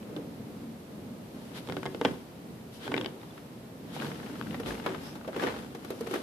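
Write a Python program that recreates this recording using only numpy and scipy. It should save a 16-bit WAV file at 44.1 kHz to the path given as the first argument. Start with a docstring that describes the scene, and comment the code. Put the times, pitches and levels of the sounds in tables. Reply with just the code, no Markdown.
"""Slow steps across a snow-covered wooden deck, right below a hand-held phone, in a quiet winter yard.
Soles knock the planks dully and pack the snow in random grains that cave in by bursts; crust snaps.
Frozen boards creak in single sharp slips with decaying modes; the joists thud in narrow bands of noise.
Rasps, powder, squeaks and one cloth swish are faint. Behind it filtered noise makes the hum of far traffic."""
import sys
import numpy as np
from scipy import signal
from scipy.fft import rfft, irfft
from scipy.io import wavfile
from scipy.ndimage import uniform_filter1d

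SR = 44100
rng = np.random.default_rng(int(sys.argv[2]) if len(sys.argv) > 2 else 0)


def transcribe(u):
    """Save the signal u as a 16-bit wav file named by the first command-line argument.

    u: samples, shape (n,) or (channels, n), limited to [-1, 1]; the rate is SR.
    q: integer samples, one column per channel.
    """
    v = np.clip(np.atleast_2d(u).T, -1, 1)
    q = np.round(v * 32767).astype(np.int16)
    wavfile.write(sys.argv[1], SR, q)


N = 274302
TIME = np.arange(N) / SR

# board resonances: mode_hz, level_db, t60_s
BOARD = [(204, -27, 0.16), (309.2, -6, 0.24), (381.4, -4, 0.24), (483, 9.5, 0.028), (619, -5, 0.12),
         (764, -7, 0.07), (893, 4, 0.04), (1083, -5, 0.061), (1508, 2, 0.053), (1690, -4, 0.085),
         (1817, -6, 0.07), (2107, 0, 0.038), (2284, -5, 0.041), (2520, -17, 0.042), (2980, -0.5, 0.024),
         (3250, -12, 0.065), (3550, -5, 0.015), (3840, -4.5, 0.022)]
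# packed snow spectrum: freq_hz, level_db
CRUNCH = [(100, -21), (250, -30), (500, 4.5), (850, 5), (1150, 4), (1500, 3), (2300, -4), (3400, -5.5),
          (4600, -12.5), (7000, -17), (14000, -32)]
# loose powder spectrum: freq_hz, level_db
POWDER = [(1000, -7), (3000, 15.5), (5000, 12.5), (7000, 6), (12000, 8), (15000, -9)]
# snow-softened footfall spectrum: freq_hz, level_db
FOOTFALL = [(30, -45), (60, -33), (100, -17.5), (160, -7), (270, 1.5), (360, -0.5), (500, 2), (680, -14),
            (1400, -20.5), (4000, -67)]


def undb(db):
    """Decibels to gain."""
    return 10 ** (np.asarray(db) / 20)


def unit(x):
    """Scale to rms 1."""
    return x / np.sqrt(np.mean(x ** 2))


def along(points, n):
    """Interpolate a table over log frequency at the bins of an n-point transform."""
    hz, value = np.transpose(points)
    bin_hz = np.arange(n // 2 + 1) * SR / n
    return np.interp(np.log(bin_hz + 1), np.log(hz), value)


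def colour(x, points):
    """Filter a sound by a spectrum, zero phase."""
    n = x.shape[-1]
    return irfft(rfft(x) * undb(along(points, n)), n)


def peaked(points, hz, peak_db=7, octaves=0.33):
    """Add one resonance of the given height and width to a spectrum."""
    grid_hz = np.geomspace(60, 15000, 128)
    at_hz, db = np.transpose(points)
    base_db = np.interp(np.log(grid_hz), np.log(at_hz), db)
    bump_db = peak_db * np.exp(-(np.log2(grid_hz / hz) / octaves) ** 2)
    return np.c_[grid_hz, base_db + bump_db]


def click(points, size=1024):
    """Minimum-phase impulse with this spectrum and unit energy."""
    cepstrum = irfft(along(points, size) * np.log(10) / 20)
    # fold onto positive time: causal
    cepstrum[1:size // 2] *= 2
    cepstrum[size // 2 + 1:] = 0
    impulse = irfft(np.exp(rfft(cepstrum)))
    return impulse / np.linalg.norm(impulse)


def band(x, lo_hz, hi_hz, order=2):
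    """Butterworth band-pass."""
    edges_hz = [lo_hz, min(hi_hz, SR / 2 - 500)]
    return signal.sosfilt(signal.butter(order, edges_hz, "band", fs=SR, output="sos"), x)


def spread(pair):
    """Mix two unrelated sounds into left and right: alike in the bass, apart in the treble."""
    # channel likeness: freq_hz, likeness_0_to_1
    likeness = [(100, 0.96), (250, 0.92), (500, 0.71), (1000, 0), (3000, 0), (8000, 0)]
    alike = np.clip(along(likeness, pair.shape[1]), 0, 1)
    mid, side = rfft(pair) * np.sqrt([1 + alike, 1 - alike])
    return irfft(np.array([mid + side, mid - side]), pair.shape[1]) / np.sqrt(2)


def pan(left_minus_right_db):
    """Left and right gains."""
    return undb(np.array([[left_minus_right_db], [-left_minus_right_db]]) / 2)


def walk(rate_hz):
    """Random levels held for 1 / rate_hz and smoothed twice; spread near 1."""
    hold = int(SR / rate_hz)
    steps = np.repeat(rng.standard_normal(N // hold + 1), hold)
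    return 1.3 * uniform_filter1d(uniform_filter1d(steps, hold), hold)[:N]


def fade(t_s, t60_s):
    """Exponential decay."""
    return np.exp(-np.log(1000) * t_s / t60_s)


def swell(s, length_s):
    """Gaussian rise and fall around time s."""
    return np.exp(-2 * np.minimum(np.abs(TIME - s) / length_s, 10) ** 2)


def burst(points, t60_s, size=8192, rise_s=0.0027):
    """Decaying coloured noise in two channels, unit energy per channel on average."""
    noise = colour(spread(rng.standard_normal((2, size))), points)
    t = TIME[:size]
    return unit(noise * fade(t, t60_s) * (1 - fade(t, rise_s))) / np.sqrt(size)


def grains(points, rate_hz, scatter_db):
    """Ice bonds break at random; positive scatter makes a few large grains, negative a few small."""
    size = undb(scatter_db * np.minimum(rng.exponential(size=(2, N)), 4)) * rng.choice([-1, 1], (2, N))
    breaks = size * (rng.random((2, N)) < rate_hz / SR)
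    return unit(signal.fftconvolve(spread(breaks), click(points)[None], axes=1)[:, :N])


def add(out, s, sound):
    """Mix a sound in at time s."""
    i = max(int(s * SR), 0)
    out[:, i:i + sound.shape[1]] += sound[:, :max(N - i, 0)]


def town(level_db=-44.5, drone_hz=224, drone_db=-11, waver_db=1.5):
    """Far traffic: a low roar and a drone that waver together, under a steady smooth hiss."""
    # traffic noise spectrum: freq_hz, level_db
    spectrum = [(25, -48), (50, -17), (140, -2.5), (250, -0.5), (350, -7.5), (450, -9), (880, -17.5),
                (1500, -24.5), (4000, -30), (6800, -36), (10000, -35.5), (13800, -34.5), (15000, -43)]
    # slow level of roar and drone: time_s, level_db
    traffic = [(0, 1), (.6, 1.5), (1.3, 0), (3.5, -1), (4.1, 3.5), (4.6, 5.5), (5.0, 1.5), (6.2, -0.5)]
    noise = unit(colour(spread(rng.standard_normal((2, N))), spectrum))
    roar = colour(noise, [(60, 0), (120, -2.0), (280, 2.5), (600, -13.0), (1500, -14)])
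    hiss = noise - roar
    drone = unit(band(rng.standard_normal(N), drone_hz - 9, drone_hz + 9))
    flow = undb(np.interp(TIME, *np.transpose(traffic)) + waver_db * walk(5.45))
    return undb(level_db) * (hiss + flow * (roar + undb(drone_db) * drone))


def swish(middle_s=5.082, length_s=0.075, level_db=-56, middle_hz=5280, glide_hz_per_s=4500, width_hz=330):
    """Cloth slides over cloth: a thin band of hiss, low noise on a rising carrier."""
    hz = middle_hz + glide_hz_per_s * np.clip(TIME - middle_s, -2 * length_s, 2 * length_s)
    carrier = np.sin(2 * np.pi * np.cumsum(hz) / SR)
    hiss = band(rng.standard_normal((2, N)), 15, width_hz) * carrier
    return undb(level_db) * swell(middle_s, length_s) * unit(hiss)


def sags(width_ratio=1.19):
    """Joists take the weight: soft, deep thuds of narrow-band noise."""
    # sagging deck: middle_s, length_s, level_db, pitch_hz
    sag_rows = [(0.124, 0.08, -45.5, 173), (1.78, 0.19, -45, 168), (2.087, 0.035, -46, 211),
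                (2.95, 0.13, -44.5, 125), (2.976, 0.053, -42.5, 310), (4.06, 0.11, -42, 166),
                (4.707, 0.059, -43, 61.5), (5.45, 0.15, -52, 68)]
    out = 0
    for s, length_s, db, hz in sag_rows:
        thud = unit(band(rng.standard_normal(N), hz / width_ratio, hz * width_ratio))
        out = out + undb(db) * swell(s, length_s) * thud
    return out


def squeaks(waver_hz=110):
    """Crystals stick and slip fast enough for a brief, unsteady pitch."""
    # squeaking crystals: middle_s, length_s, pitch_hz, level_db
    squeak_rows = [(2.86, .02, 3260, -47), (3.216, .006, 3650, -55), (3.31, .005, 3430, -51)]
    waver = 2 * np.pi * waver_hz * np.cumsum(walk(400)) / SR
    return sum(undb(db) * swell(s, length_s) * np.sin(2 * np.pi * hz * TIME + waver)
               for s, length_s, hz, db in squeak_rows)


def scuffs():
    """A light drag rubs ice crystals in a fine rasp and sweeps loose powder along."""
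    # sole skims the crust: middle_s, length_s, rasp_db, powder_db
    scuff_rows = [(1.573, 0.039, -44, -50.5), (2.755, 0.047, -68, -54), (2.844, 0.057, -45.5, -57),
                  (3.954, 0.03, -51.5, -51), (4.01, 0.16, -51, -74), (4.682, 0.037, -45, -49)]
    # rasp spectrum: freq_hz, level_db
    rasp_colour = [(500, -1), (1500, -1), (2700, -5), (3300, 1), (3900, -2), (5200, -12), (6500, -17),
                   (14000, -21)]
    rasp = grains(rasp_colour, rate_hz=11000, scatter_db=-5.0)
    powder = grains(POWDER, rate_hz=6500, scatter_db=-4.0)
    return sum(swell(s, length_s) * (undb(rasp_db) * rasp + undb(powder_db) * powder)
               for s, length_s, rasp_db, powder_db in scuff_rows)


def slip_tilt(hz, bright_db, tick_db):
    """Treble lift in dB of a drier slip: none below 2150 Hz, its own level above 5100 Hz."""
    middle_db = bright_db + np.interp(hz, [750, 5400], [7.5, 4.5])
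    return np.where(hz < 2150, 0, np.where(hz > 5100, tick_db, middle_db))


def cracks(slip_db=-3.5, push_db=1, thump_db=2.5, gain_db=23, flex_hz=2200, push_hz=650,
           detune=0.012, mode_scatter_db=3, tick_db=-2.0, tick_share=0.26):
    """A frozen board slips: sharp push and rebound, tearing fibres, brief ring and a boom of the deck."""
    # board slips: start_s, level_db, brightness_db, left_minus_right_db (before an offset),
    # splinter_hz, splinter_db, ring_db, boom_db, boom_hz
    crack_rows = [(0.1642, -46, -2, 0, 3900, 2, -3, 2, 310), (1.6735, -49.5, 7, -1, 3700, 5.5, 0, 2, 230),
                  (1.688, -40.5, -2, 0, 850, -6, -3, 7, 200), (1.698, -36.5, -6, 11, 1800, -6, -2, 1, 170),
                  (1.723, -41.5, -1, -1, 1770, 2, -1, 6, 160), (1.7678, -34, -7, 6, 3320, -6, 0, 0, 170),
                  (1.8311, -41, -9, 9, 1650, 1, 1, 0, 230), (1.856, -33.5, -2, 4, 3230, -10, -4, -0.5, 231),
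                  (1.8616, -33, -11, 7, 1690, -2.5, 3, -1.5, 232),
                  (1.947, -39.5, -5, 4, 1650, -2, -4, 5.5, 260),
                  (2.0134, -29, -4, 7, 1650, -8, 1, 0.5, 260),
                  (2.05, -24, -2, 6.5, 2920, -0.5, 2, 1.5, 226), (2.0559, -29, 16, 8, 1900, -1, -2, 2, 280),
                  (2.8786, -37, -3, 8, 1400, -4, -1, 2, 320), (2.9169, -40.5, 0, 13, 2900, -3, -4, 4, 300),
                  (2.9196, -35.5, -13, -2, 2400, -5, -2, 1, 300),
                  (2.9411, -34.5, 4, 11, 2300, 4.5, 4.5, 3, 320), (2.9649, -43, 2, 1, 2400, 8, -2, 4, 300),
                  (2.9759, -48, -1, 11, 2900, 10, 3, 3, 300), (2.9794, -36, 20, 8.5, 3820, 3.5, 0, 1, 310),
                  (3.012, -43.5, 6, 7, 3000, 9, 0, 8, 300), (3.046, -45.5, 3, 12, 3400, 7, 4, 5, 300),
                  (3.06, -38, 22, 7.5, 4240, 5, -1, 3.5, 320),
                  (4.8628, -29.5, -17, 14.5, 1170, -8, 1, -2, 480),
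                  (4.879, -41, -12, -3, 1900, -9, -2, 3, 400)]
    # slip spectrum: freq_hz, level_db
    slip_hz, slip_colour_db = np.transpose([(60, -48), (150, -28), (350, 10), (800, -9.5), (1400, -3),
                                            (2600, -17), (3400, -6), (4300, -20.5), (6000, -19),
                                            (8500, -18), (14000, -25)])
    # torn fibre spectrum: freq_hz, level_db
    fibres = [(150, -22), (400, -12), (900, -0.5), (2400, 0.5), (3600, 0.5), (4300, -11.5), (5200, -6),
              (5900, -22), (7500, -17.5), (14000, -44)]
    # boom spectrum: freq_hz, level_db
    rumble = [(30, -46), (60, -14), (100, -10), (170, -1.5), (300, -2), (480, -3), (700, -22), (1400, -22),
              (4000, -62)]
    out, t = np.zeros((2, N)), TIME[:8192]
    hz, mode_db, t60_s = np.transpose(BOARD)[:, :, None]
    g = np.tan(np.pi * flex_hz / SR)
    lag = (g - 1) / (g + 1)
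    swing = 2 * np.pi * push_hz * (t - .0006)
    push = unit(swing * np.exp(-swing ** 2 / 2)) / np.sqrt(len(t))
    for s, db, bright_db, pan_db, splinter_hz, torn_db, ring_db, boom_db, boom_hz in crack_rows:
        top_db = tick_db + tick_share * bright_db
        slip = click(np.c_[slip_hz, slip_colour_db + slip_tilt(slip_hz, bright_db, top_db)], size=8192)
        # all-pass dispersion: bending waves carry the treble ahead of the bass
        for _ in range(4):
            slip = signal.lfilter([lag, 1], [1, lag], slip)

        pitch_hz = hz * (1 + detune * rng.standard_normal(hz.shape))
        scatter_db = mode_scatter_db * rng.standard_normal((len(hz), 1))
        reach = undb(mode_db + slip_tilt(hz, bright_db, top_db) / 2 + scatter_db)
        # channel phases differ more in the treble
        phase = rng.uniform(0, 2 * np.pi, hz.shape) + rng.standard_normal((2, len(hz), 1)) * hz / 3500
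        modes = reach * fade(t, t60_s) * np.sin(2 * np.pi * pitch_hz * t + phase)
        ring = unit(modes.sum(1) * (1 - fade(t, 0.0097))) / np.sqrt(len(t))

        splinters = burst(peaked(fibres, splinter_hz), t60_s=0.014, rise_s=0.0022)
        # more tearing leaves less clean click
        clean = 1 / np.hypot(1, undb(torn_db - 11.0))
        bright = undb(slip_db) * clean * band(slip, 110, 8700, order=1)
        bright = bright + undb(ring_db) * ring + undb(torn_db) * splinters
        boom = burst(peaked(rumble, boom_hz, peak_db=5.5, octaves=.35), t60_s=0.12)
        low = undb(push_db) * push + undb(thump_db + boom_db) * boom
        add(out, s - .0003, undb(db + gain_db) * (bright * pan(pan_db - 8.0) + low))
    return out


def snaps(gain_db=13, tick_db=-6, thud_db=-5, thud_t60_s=0.057, deck_hz=360):
    """Crust breaks with a dry tick and crumbles; each piece has its own pitch, the plank below thuds."""
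    # crust pieces: start_s, level_db, left_minus_right_db (before an offset), pitch_hz, crumble_t60_s
    snap_rows = [(0.028, -40.5, 0, 2800, 0.028), (3.215, -44, 0, 2200, .018), (3.231, -36, 0, 950, .035),
                 (3.378, -35.5, -2, 1600, 0.025), (3.9348, -45, 2, 3000, .02), (3.964, -29, 0, 800, 0.033),
                 (3.9992, -29, 8, 2600, 0.018), (4.0128, -32, -2, 4000, 0.011),
                 (4.0209, -25.5, 9, 1660, 0.038), (4.029, -29, 4, 2300, .02),
                 (4.0455, -31, -4, 3800, 0.015), (4.054, -32, 2, 1600, 0.022), (4.0662, -31, 1, 4400, .018),
                 (4.116, -29, -1, 2000, 0.027), (4.158, -41, 3, 2600, .02), (4.1992, -33, 5, 1480, 0.029),
                 (4.231, -35.5, -1, 1700, .04), (4.263, -35, 6, 2420, .04), (4.355, -34, 6, 1500, .03),
                 (4.4122, -27.5, 13, 1300, 0.0072), (4.424, -37, 7, 3200, .015),
                 (4.469, -34, 6, 1500, 0.028), (4.508, -35.5, 11, 3200, 0.027), (4.529, -37, 8, 3300, .018),
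                 (4.544, -26, -1, 1880, 0.049), (4.599, -32.5, 3, 1680, 0.03),
                 (4.633, -31.5, 6, 3220, 0.037), (4.66, -27.5, 7, 3200, 0.029),
                 (4.7063, -25, 3, 1600, 0.026), (4.7504, -34, 3, 2400, .025), (4.799, -29, 6, 1190, 0.028),
                 (4.839, -39, 3, 1490, .025), (4.865, -18, -0.5, 1170, 0.07), (4.9461, -25, 4, 1160, 0.041),
                 (5.093, -41, 1, 2000, .012), (5.212, -38, 5, 1500, .03), (5.247, -33, 7, 1150, 0.091),
                 (5.278, -31.5, 6, 940, 0.057), (5.33, -32, 3, 1300, .03), (5.3624, -25.5, 4, 880, 0.036),
                 (5.3752, -34, -2, 2200, .008), (5.3972, -21, 3, 1700, 0.052),
                 (5.4215, -24.5, 1, 2200, 0.048), (5.452, -31, -3, 1610, .03), (5.463, -30, 2, 3000, .02),
                 (5.4699, -21, 8, 1680, 0.04), (5.476, -22.5, 6, 740, .05), (5.486, -26, -4, 2190, 0.054),
                 (5.497, -26, 8, 1400, 0.14), (5.541, -32, 2, 1400, 0.044), (5.563, -30, 4, 1405, 0.057),
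                 (6.067, -31, 6, 2200, 0.046), (6.138, -29, 14, 1600, .045), (6.156, -25, 0, 1500, .035),
                 (6.177, -34, 3, 3200, .025)]
    # broken crust spectrum: freq_hz, level_db
    crust = [(200, -6), (600, 13), (1500, 8.5), (2400, 1.5), (3500, 0.5), (4800, -8), (7000, -21),
             (14000, -21)]
    out = np.zeros((2, N))
    for s, db, pan_db, hz, t60_s in snap_rows:
        piece = peaked(crust, hz)
        snap = undb(tick_db) * click(piece, size=8192) + burst(piece, t60_s, rise_s=0.0036)
        thud = undb(thud_db) * burst(peaked(FOOTFALL, deck_hz, peak_db=4, octaves=.45), thud_t60_s)
        add(out, s + 0.00028, undb(db + gain_db) * (snap * pan(pan_db - 3.5) + thud))
    return out


def collapses(rate_hz=75, t60_s=.025):
    """Pockets of snow cave in at random; each sets off a short decaying avalanche."""
    starts = (rng.random(N) < rate_hz / SR) * rng.uniform(.3, 1, N)
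    t = TIME[:4096]
    return unit(signal.fftconvolve(starts, fade(t, t60_s) * (1 - fade(t, 0.0031)))[:N])


def bearing(s, rise_s, hold_s, onset_db=15.5, release_db_per_s=87):
    """Weight of one press: climbs onset_db in rise_s, holds, then dies away."""
    early_s, late_s = np.maximum(s - TIME, 0), np.maximum(TIME - s - hold_s, 0)
    return undb(-onset_db * early_s / rise_s - release_db_per_s * late_s)


def snow(crunch_db=-2, rumble_db=-6.0, powder_db=-2, wood_db=-11, merging=0.99):
    """Snow packs in fits and starts under the sole; the deck rumbles with it and loose powder hisses."""
    # sole bears down: full_weight_s, rise_s, hold_s, crunch_db, rumble_db, powder_db
    presses = [(0.098, 0.11, 0.1, -63, -41, -69), (1.42, 0.26, 0.31, -56, -50, -59.5),
               (1.67, .06, 0.27, -63, -43.5, -56.5), (2.045, 0.043, 0.025, -44.5, -39.5, -50),
               (2.859, 0.026, 0.15, -47, -37, -54.5), (3.21, 0.033, 0.18, -58.5, -70, -63),
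               (4.021, 0.12, 0.048, -42.5, -35, -48.5), (4.184, 0.18, 0.39, -50, -55, -55.5),
               (4.67, 0.019, 0.05, -42.5, -35, -48), (4.86, 0.099, 0.042, -41.5, -40, -56),
               (5.038, 0.14, 0.032, -49, -67, -51.5), (5.412, 0.088, 0.055, -36, -32.5, -49),
               (5.547, .14, 0.043, -50, -56, -54.5), (5.91, 0.24, 0.25, -52, -49.5, -55.5),
               (6.135, 0.074, 0.021, -41.5, -33, -47)]
    weights = np.array([bearing(*row[:3]) for row in presses])
    # presses add in power
    press, load, brush = np.sqrt(undb(np.array(presses)[:, 3:].T) ** 2 @ weights ** 2)
    # heavy pressure merges single collapses into one dense crush
    crush = merging * (1 + press / undb(-35.0))
    stutter = (crush + collapses(rate_hz=130, t60_s=0.038)) / (crush + 1)
    crunch = stutter * grains(CRUNCH, rate_hz=1500, scatter_db=1.5)
    # board resonances, damped by the boot
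    wood = sum(undb(db) * signal.lfilter(*signal.iirpeak(hz, hz * t60_s / 5, SR), crunch)
               for hz, db, t60_s in BOARD)
    crunch = undb(crunch_db) * unit(unit(crunch) + undb(wood_db) * unit(wood))
    rumble = undb(rumble_db) * unit(stutter * grains(FOOTFALL, rate_hz=2000, scatter_db=2.5))
    powder = undb(powder_db) * grains(POWDER, rate_hz=7000, scatter_db=3.5)
    return press * crunch + load * rumble + brush * powder


def knocks(gain_db=18, grit_db=1, boom_db=-4, knock_t60_s=0.046, lead_s=0.000076, hardness=0.73,
           rebound_s=0.013, rebound_db=-8):
    """The sole drops through the snow: damped plank knock, frost tick, grit spray, low boom and rebound."""
    # sole meets deck: start_s, level_db, grittiness_db (halved for the grit level), pitch_hz, frost_db, boom_db
    knock_rows = [(0.1646, -25.5, -33, 305, -32, -2), (4.598, -30, -11, 475, -13, 2.5),
                  (4.8598, -27.5, -20, 540, -16, -14), (5.152, -37.5, 0.5, 317, -11, 0),
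                  (5.275, -28, -19, 516, -21, -3), (5.285, -26.5, -37, 630, -30, -1),
                  (5.3621, -24, -40, 470, -21, 0), (5.371, -27, -34, 300, -25, 0),
                  (5.421, -23.5, -19, 537, -22, 5.5), (5.434, -21.5, -38, 279, -35, -7),
                  (5.747, -32, -7, 457, -16, -2), (5.845, -32.5, -8, 314, -13, -3),
                  (5.9022, -26, -16, 397, -12, 5), (6.007, -23, -31, 450, -16.5, 0.5),
                  (6.069, -27, -16, 434, -18, -1), (6.109, -23.5, -20, 365, -18, -5),
                  (6.137, -23.5, -6, 303, -14, -2), (6.155, -24.5, -21, 390, -21, -6)]
    # plank overtones: pitch_multiple, level_db
    plank = [(1, 8), (1.68, -1.5), (2.1, -9), (2.7, -12)]
    # shattering frost spectrum: freq_hz, level_db
    frost_colour = [(1500, -19), (4000, 7.5), (7000, -0.5), (13000, 6), (15000, -7)]
    out, t = np.zeros((2, N)), TIME[:8192]
    # left channel leads
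    late_s = np.maximum(t - np.array([[0], [lead_s]]), 0)
    for s, db, gritty_db, hz, frost_db, deck_db in knock_rows:
        # gritty snow is a harder contact and wakes the overtones
        tones = sum(undb(tone_db + hardness * (gritty_db + 10) * (k - 1)) * np.sin(2 * np.pi * k * hz * late_s)
                    for k, tone_db in plank)
        onset = 1 - np.exp(-late_s * hz / 0.57)
        knock = unit(tones * fade(late_s, knock_t60_s) * onset) / np.sqrt(len(t))
        spray = burst(CRUNCH, t60_s=0.075, rise_s=0.0073)
        spray = spray + undb(-15.0) * burst(POWDER, t60_s=0.077, rise_s=0.0032)
        grit = undb(grit_db + .5 * gritty_db) * spray
        frost = undb(frost_db - 0.5) * burst(frost_colour, t60_s=.03, rise_s=0.0062)
        boom = undb(boom_db + deck_db) * burst(FOOTFALL, t60_s=0.25)
        add(out, s + 0.00096, undb(db + gain_db) * (knock + grit + frost + boom))
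        rebound = burst(peaked(FOOTFALL, hz, peak_db=-1, octaves=0.32), t60_s=0.11)
        add(out, s + rebound_s, undb(db + gain_db + rebound_db) * rebound)
    return out


def scene(yard_db=-17):
    """The steps, their faint return from house wall and fences, and the town."""
    # steps lie below and to the left of the phone: freq_hz, left_minus_right_db
    shadow = [(700, -0.5), (1300, 2), (2200, 7), (3000, 5.5), (4000, -0.5), (7000, -2.5), (14000, 12)]
    left, right = swish() + sags() + squeaks() + scuffs() + cracks() + snaps() + snow() + knocks()
    left = colour(left, [(hz, db / 2) for hz, db in shadow])
    right = colour(right, [(hz, -db / 2) for hz, db in shadow])
    steps = np.array([left, right])
    yard_colour = [(150, 6.0), (600, -3), (3000, -8.0), (10000, -19.0)]
    yard = burst(yard_colour, t60_s=0.34, size=16384, rise_s=0.022)
    echo = undb(yard_db) * signal.fftconvolve(steps, yard, axes=1)[:, :N]
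    return band(steps + echo, 89, 13700) + town()


def record(dry, top_hz=14650):
    """The phone cuts the top steeply: elliptic low-pass."""
    return signal.sosfilt(signal.ellip(10, .2, 70, top_hz, fs=SR, output="sos"), dry)


dry = scene()
out = record(dry)
transcribe(out)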